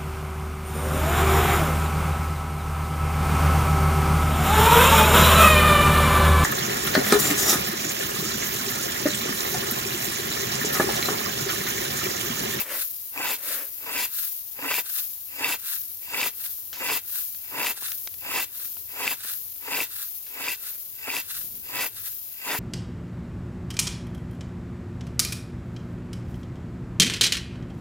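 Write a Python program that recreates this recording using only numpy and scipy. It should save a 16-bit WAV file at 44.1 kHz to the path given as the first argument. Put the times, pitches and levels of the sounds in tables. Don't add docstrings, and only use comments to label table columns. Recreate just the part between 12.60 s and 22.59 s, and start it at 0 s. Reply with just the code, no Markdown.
import sys
import numpy as np
from scipy import signal
from scipy.fft import rfft, irfft
from scipy.io import wavfile
from scipy.ndimage import map_coordinates

SR = 44100
rng = np.random.default_rng(int(sys.argv[2]) if len(sys.argv) > 2 else 0)


def unload_wav(signal):
    wavfile.write(
        sys.argv[1],
        SR,
        np.round(np.clip(np.atleast_2d(signal).T, -1, 1) * 32767).astype(np.int16),
    )


N = 440559
TIME = np.arange(N) / SR
BINS = np.maximum(np.fft.rfftfreq(N, 1 / SR), 1)

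# [release t/s, time on the ground before it/s, time pushing the heap/s,
#  crunch level/dB, scrape level/dB, level of the spray of husks off the blade/dB]
RAKE_STROKES = [(0.014, 0.2, .17, -36.5, -31, -24.5), (0.744, 0.2, 0.17, -37.5, -31.5, -28.5),
                (1.454, 0.31, .17, -39, -31.5, -27.5), (2.198, 0.23, 0.17, -36, -31.5, -27),
                (2.945, 0.254, 0.13, -36, -31, -29.5), (3.678, 0.254, 0.14, -37, -30.5, -28.5),
                (4.372, 0.225, 0.15, -37, -30, -28), (5.111, 0.33, 0.15, -36, -31.5, -28.5),
                (5.832, 0.23, 0.15, -39, -31, -28), (6.531, .24, 0.14, -38, -32.5, -29),
                (7.238, 0.22, .15, -38, -32.5, -28.5), (7.937, 0.45, .16, -43, -33, -32),
                (8.604, 0.26, .135, -41, -34, -31.5), (9.267, 0.23, .12, -37.5, -33, -29.5),
                (9.982, 0.53, 0.11, -39, -34, -31.5)]
# [t/s, length/s, kernel level/dB, husk level/dB]
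SHEET_LANDINGS = [(0.144, .08, -42, -31), (0.865, 0.082, -41.5, -31), (1.554, 0.086, -41.5, -29.5),
                  (2.311, 0.088, -42, -30.5), (3.066, 0.075, -41, -32.5), (3.81, 0.054, -47.5, -35),
                  (4.545, 0.048, -44, -31.5), (5.218, .09, -42, -34.5), (5.954, 0.093, -50, -36),
                  (6.642, 0.083, -41.5, -35), (7.336, 0.092, -42, -36.5), (8.014, 0.085, -50, -39),
                  (8.713, 0.076, -44.5, -36.5), (9.37, 0.11, -48.5, -37)]


def from_db(db):
    return 10 ** (np.asarray(db) / 20)


def rms_one(x):
    return x / np.sqrt(np.mean(x ** 2) + 1e-20)


def per_bin(points):
    hz, values = np.transpose(points)
    return np.interp(np.log(BINS), np.log(hz), values)


def envelope(start_s, end_s, rise_db_per_s, fall_db_per_s, growth_db_per_s=0):
    early = np.maximum(start_s - TIME, 0)
    late = np.maximum(TIME - end_s, 0)
    still_to_grow = end_s - np.clip(TIME, start_s, end_s)
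    db_below = rise_db_per_s * early + growth_db_per_s * still_to_grow + fall_db_per_s * late
    return from_db(-np.minimum(db_below, 200))


def drift(rate):
    knots = rng.standard_normal(6000)
    return np.interp(TIME * rate, np.arange(len(knots)), knots) * np.sqrt(3 / 2)


def grains(per_s, spread_db):
    sizes = from_db(spread_db * np.minimum(rng.exponential(1, (2, N)), 5))
    signs = rng.choice([-1, 1], (2, N))
    hits = rng.random((2, N)) < per_s / SR
    return rms_one(sizes * signs * hits)


def colour(points):
    cepstrum = irfft(np.log(from_db(per_bin(points))), N)
    cepstrum[1:N // 2] *= 2
    cepstrum[N // 2:] = 0
    return np.exp(rfft(cepstrum))


def body(modes):
    response = 0
    for k, (hz, width, db) in enumerate(modes):
        detuning = hz / width * (BINS / hz - hz / BINS)
        response = response + (-1) ** k * from_db(db) / (1 + 1j * detuning)
    return response


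def radiate(force, response, focus=0.88):
    # [f/Hz, weight]
    likeness = [(50, 1.03), (300, 1), (900, 1), (2500, 0.9), (4000, 0.9), (7000, 0.67), (14000, 1.5)]
    # [f/Hz, difference/dB]
    balance = [(1500, 0), (2700, 0.7), (4800, -1.5), (6500, 0.6), (8700, -0.5), (11000, 1.5), (12300, 0),
               (13600, 9), (15500, -0.5)]
    mid, side = rfft(force) * response
    alike = np.clip(focus * per_bin(likeness), 0, .99)
    sides = np.array([[1], [-1]])
    pair = np.sqrt(1 + alike) * mid + sides * np.sqrt(1 - alike) * side
    out = irfft(pair * from_db(sides * per_bin(balance) / 2), N)
    return out / np.std(out.mean(axis=0))


def place(pair, lead_s):
    shifted = []
    for x, sign in zip(pair, (1, -1)):
        read_at = np.arange(N) + sign * lead_s * SR / 2
        shifted.append(map_coordinates(x, [read_at], order=5))
    return np.array(shifted)


def yard(air_db=-65):
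    # [t/s, level/dB]
    rumble_levels = [(0, -64.5), (2.3, -65.5), (4.0, -63), (4.75, -66), (5.6, -60.5), (6.6, -62.5),
                     (7.8, -68.5), (8.3, -64.5), (9.35, -58), (9.75, -64.5)]
    # [f/Hz, relative level per Hz/dB]
    rumble_spectrum = [(22, -36), (45, -5.5), (70, -1.5), (95, 2.5), (135, -5), (200, -13.5), (400, -10),
                       (1000, -38)]
    air_spectrum = [(100, -18), (300, 5), (600, 5.5), (1050, 3), (2000, -2), (4000, 1), (6500, -16),
                    (16000, -30)]
    rumble = radiate(rng.standard_normal((2, N)), colour(rumble_spectrum), focus=0.51)
    rumble_gain = from_db(np.interp(TIME, *np.transpose(rumble_levels)))
    air = radiate(rng.standard_normal((2, N)), colour(air_spectrum), focus=0.056)
    return rumble_gain * rumble + from_db(air_db) * air


def brushing(brush_db=3.0, rise_db_per_s=130, fall_db_per_s=220, foot_fade_db_per_s=100):
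    # [t/s, length/s, relative level/dB]
    brushes = [(.11, 0.041, -37.5), (0.876, .14, -42), (8.055, 0.1, -59)]
    # (t/s, length/s, level/dB)
    shuffle = (8.78, 0.2, -55)
    # [f/Hz, relative level per Hz/dB]
    brush_spectrum = [(120, -32), (280, -5.5), (420, -8), (560, 3), (760, -11), (1000, -6.5), (2000, -2.5),
                      (4000, -13.5)]
    foot_spectrum = [(50, -6), (130, -2), (380, -10.5), (900, -26)]
    rubs = sum(from_db(db) * envelope(s, s + length, rise_db_per_s, fall_db_per_s)
               for s, length, db in brushes)
    rake = rubs * radiate(grains(per_s=4500, spread_db=3.0), colour(brush_spectrum))
    s, length, db = shuffle
    press = from_db(db) * envelope(s, s + length, rise_db_per_s, foot_fade_db_per_s)
    foot = press * radiate(grains(per_s=1100, spread_db=2.0), colour(foot_spectrum))
    return from_db(brush_db) * rake + foot


def cracking(rows):
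    force, t = np.zeros((2, N)), np.arange(SR // 10) / SR
    for s, db, decay_s in rows:
        at = int(s * SR)
        noise = rng.standard_normal(len(t)) + rng.standard_normal((2, len(t))) / 2
        force[:, at:at + len(t)] += from_db(db) * np.exp(-t / decay_s) * noise
    return force


def ticks(tick_db=7.0, knock_db=4.0, knock_decay_s=0.003):
    # [t/s, relative level/dB, decay/s]
    snap_rows = [(3.841, -34, 0.0016), (3.86, -35, .005), (4.13, -23.5, 0.001), (4.133, -39, 0.073),
                 (4.748, -33.5, 0.0015), (5.284, -28, .0014), (5.319, -26, .0014), (5.474, -24, 0.0019),
                 (5.541, -34.5, 0.0023), (6.055, -37, 0.0037), (7.665, -44, 0.018), (9.47, -40, 0.0021)]
    # [t/s, relative level/dB]
    knock_rows = [(5.176, -35), (5.223, -33), (5.319, -42), (6.169, -37.5), (6.649, -30), (6.96, -44)]
    # [f/Hz, relative level per Hz/dB]
    snap_spectrum = [(200, -11.5), (950, -11.5), (1500, -4), (4000, -3.5), (7000, -5), (9500, -25),
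                     (16000, -20)]
    knock_spectrum = [(80, -17), (250, 1.5), (900, 0), (2500, -2.5), (7000, -10), (12000, -30)]
    snaps = rfft(cracking(snap_rows)) * colour(snap_spectrum)
    knocks = rfft(cracking([(s, db, knock_decay_s) for s, db in knock_rows])) * colour(knock_spectrum)
    return irfft(from_db(tick_db) * snaps + from_db(knock_db) * knocks, N)


def loose_husks(fan_db_per_s=75, clear_db_per_s=560, arrive_db_per_s=130, shower_fade_db_per_s=90,
                tail_db=-2.5, settle_db_per_s=22, airborne_s=.38, last_db_per_s=55, trickle_db=-45):
    shower_s = 0.073
    ordinary_db, follows = -31, .3
    power = from_db(trickle_db) ** 2
    for s, *_, db in RAKE_STROKES:
        fan = envelope(s, s, fan_db_per_s, clear_db_per_s)
        power = power + (from_db(db) * fan) ** 2
    for s, length, _, db in SHEET_LANDINGS:
        end = s + length
        shower = envelope(end - shower_s, end, arrive_db_per_s, shower_fade_db_per_s)
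        settling = envelope(end, end, arrive_db_per_s, settle_db_per_s)
        stragglers = settling * envelope(s, s + airborne_s, 0, last_db_per_s)
        tail = from_db(tail_db + ordinary_db + follows * (db - ordinary_db))
        power = power + (from_db(db) * shower) ** 2 + (tail * stragglers) ** 2
    return np.sqrt(power)


def sheets(rise_db_per_s=200, thicken_db_per_s=35, stop_db_per_s=380):
    return sum(from_db(db) * envelope(s, s + length, rise_db_per_s, stop_db_per_s, thicken_db_per_s)
               for s, length, db, _ in SHEET_LANDINGS)


def falling_grain(landing_db=8.0, husk_db=1.0, flutter_db=1.0, clump_db=3.26, lead_s=-0.000095):
    # [f/Hz, relative level per Hz/dB]
    landing_spectrum = [(250, -27.5), (800, -14.5), (1050, -10.5), (1250, -1), (1580, 3.5), (2300, -6.5),
                        (2700, 2), (3100, -6.5), (3600, 4.5), (5800, -2), (7400, -0.5), (8600, 0),
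                        (10600, 4), (15000, -12.5)]
    husk_spectrum = [(900, -31.5), (1600, -23.5), (3000, -15), (5400, -9.5), (7200, -9.5), (8300, -15),
                     (9400, -7.5), (11000, 0), (13900, 5), (15500, 3)]
    kernels = grains(per_s=6000, spread_db=3.0) * from_db(clump_db * drift(80))
    landing = place(radiate(kernels, colour(landing_spectrum), focus=0.79), lead_s)
    flow = loose_husks()
    density = rms_one(flow)
    patter = grains(per_s=16000 * density, spread_db=2.0) / np.sqrt(density)
    husks = radiate(patter * from_db(flutter_db * drift(110)), colour(husk_spectrum), focus=0.013)
    husks = husks * from_db([[1.2], [-1.2]])
    return from_db(landing_db) * sheets() * landing + from_db(husk_db) * flow * husks


def sweep(centre_s=0.031, lead_per_s=0.0011, widest_s=0.00016):
    crossings = np.array(RAKE_STROKES)[:, 0] - centre_s
    halfway = (crossings[1:] + crossings[:-1]) / 2
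    nearest = crossings[np.searchsorted(halfway, TIME)]
    return np.clip(lead_per_s * (nearest - TIME), -widest_s, widest_s)


def strokes(pile_db_per_s=280, shed_db_per_s=140, build_db_per_s=18, speed_up_db_per_s=140,
            slow_db_per_s=85, crumble_db=-15, crumble_db_per_s=80):
    drive_s, ease_s = 0.099, 0.047
    touch_db_per_s, lift_db_per_s = 500, 583
    load, speed = np.zeros((2, N))
    for s, ground_s, push_s, crunch_db, scrape_db, _ in RAKE_STROKES:
        crumble = from_db(crumble_db) * envelope(s, s, touch_db_per_s, crumble_db_per_s)
        contact = np.maximum(envelope(s - ground_s, s, touch_db_per_s, lift_db_per_s), crumble)
        push = envelope(s - push_s, s - ease_s, pile_db_per_s, shed_db_per_s, build_db_per_s)
        drive = envelope(s - drive_s, s - ease_s, speed_up_db_per_s, slow_db_per_s)
        load += from_db(crunch_db) * contact * push
        speed += from_db(scrape_db) * contact * drive
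    return load, speed


def judders(pitch_hz=2450, overtone_db=-15, right_db=-5.5):
    # [peak t/s, level on the left/dB, rise/s]
    catches = [(0.577, -19, .0015), (0.657, -20, 0.00076), (.680, -18, 0.00036), (2.142, -13, 0.001),
               (2.151, -27, 0.00055), (3.6146, -11, 0.00044), (3.631, -12.5, 0.00082),
               (4.301, -17, 0.00083), (5.064, -14, 0.00054), (5.069, -13, 0.00047), (6.478, -7.5, .0006),
               (7.1342, -14, .0005), (7.205, -13.5, .0008), (7.884, -14.5, .0014), (8.503, -15.5, .001),
               (8.567, -14, 0.00088), (9.906, -17, 0.0007)]
    out, t = np.zeros(N), np.arange(SR // 50) / SR
    for (s, db, rise_s), detune in zip(catches, rng.normal(0, 0.035, len(catches))):
        swell = (t / rise_s) ** 2 * np.exp(2 - 2 * t / rise_s)
        phase = 2 * np.pi * pitch_hz * (1 + detune) * t
        overtones = np.sin(2 * phase) + np.sin(3 * phase) / 2
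        chirp = swell * (np.sin(phase) + from_db(overtone_db) * overtones)
        at = int((s - rise_s) * SR)
        out[at:at + len(t)] += from_db(db) * chirp
    return out * from_db([[0], [right_db]])


def heap(load, lumpy_db=3.0, crunch_db=2.5, handle_db=-1.5):
    # [f/Hz, relative level per Hz/dB]
    crunch_spectrum = [(50, -51), (130, -5), (260, -11), (450, 2), (620, -1.5), (870, 4), (1130, 0.5),
                       (1400, 2.5), (2500, 1), (4000, -22.5)]
    # [f/Hz, width/Hz, relative level/dB]
    handle_modes = [(280, 29.5, -1), (435, 11, 0.5), (513, 92, -9.5), (980.4, 41, 5)]
    slides = from_db(lumpy_db * drift(110))
    crunch = radiate(grains(per_s=4000, spread_db=2.5) * slides, colour(crunch_spectrum))
    handle = radiate(grains(per_s=2500, spread_db=2.5) * slides, body(handle_modes))
    return load * (from_db(crunch_db) * crunch + from_db(handle_db) * handle)


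def blade(speed, chatter_db=2.0, ring_db=0.5, clump_db=1.2, fly_s=0.013, steeper=0.027):
    # [f/Hz, width/Hz, relative level/dB]
    blade_modes = [(1538, 10.4, -2), (1983, 54, -1.5), (2298, 83, -3.5), (2677, 82, 3), (3595, 45, -7),
                   (4845, 220, -8.5), (6300, 68, -35), (7530, 96, -11)]
    # [f/Hz, relative level per Hz/dB]
    scrape_spectrum = [(900, -10.5), (1800, -3), (2800, -5.5), (3200, 4), (5600, -2), (7300, 3.5),
                       (8400, -4.5), (10500, 4.5), (16000, -7)]
    slips = grains(per_s=2200, spread_db=2.5) * from_db(chatter_db * drift(160))
    ring = speed * radiate(slips, body(blade_modes))
    shed = speed * (speed / speed.max()) ** steeper
    kernels = grains(per_s=7000, spread_db=3.5) * from_db(clump_db * drift(90))
    late_shed = np.interp(TIME - fly_s, TIME, shed)
    rub = late_shed * radiate(kernels, colour(scrape_spectrum))
    return from_db(ring_db) * ring + rub


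def scene():
    load, speed = strokes()
    rake = place(heap(load) + blade(speed) + judders(), sweep())
    return rake + ticks() + falling_grain() + brushing() + yard()


def record(dry):
    cutoff_hz = 15850
    low_pass = signal.ellip(10, .1, 60, cutoff_hz, fs=SR, output="sos")
    return signal.sosfiltfilt(low_pass, dry)


dry = scene()
out = record(dry)
unload_wav(out)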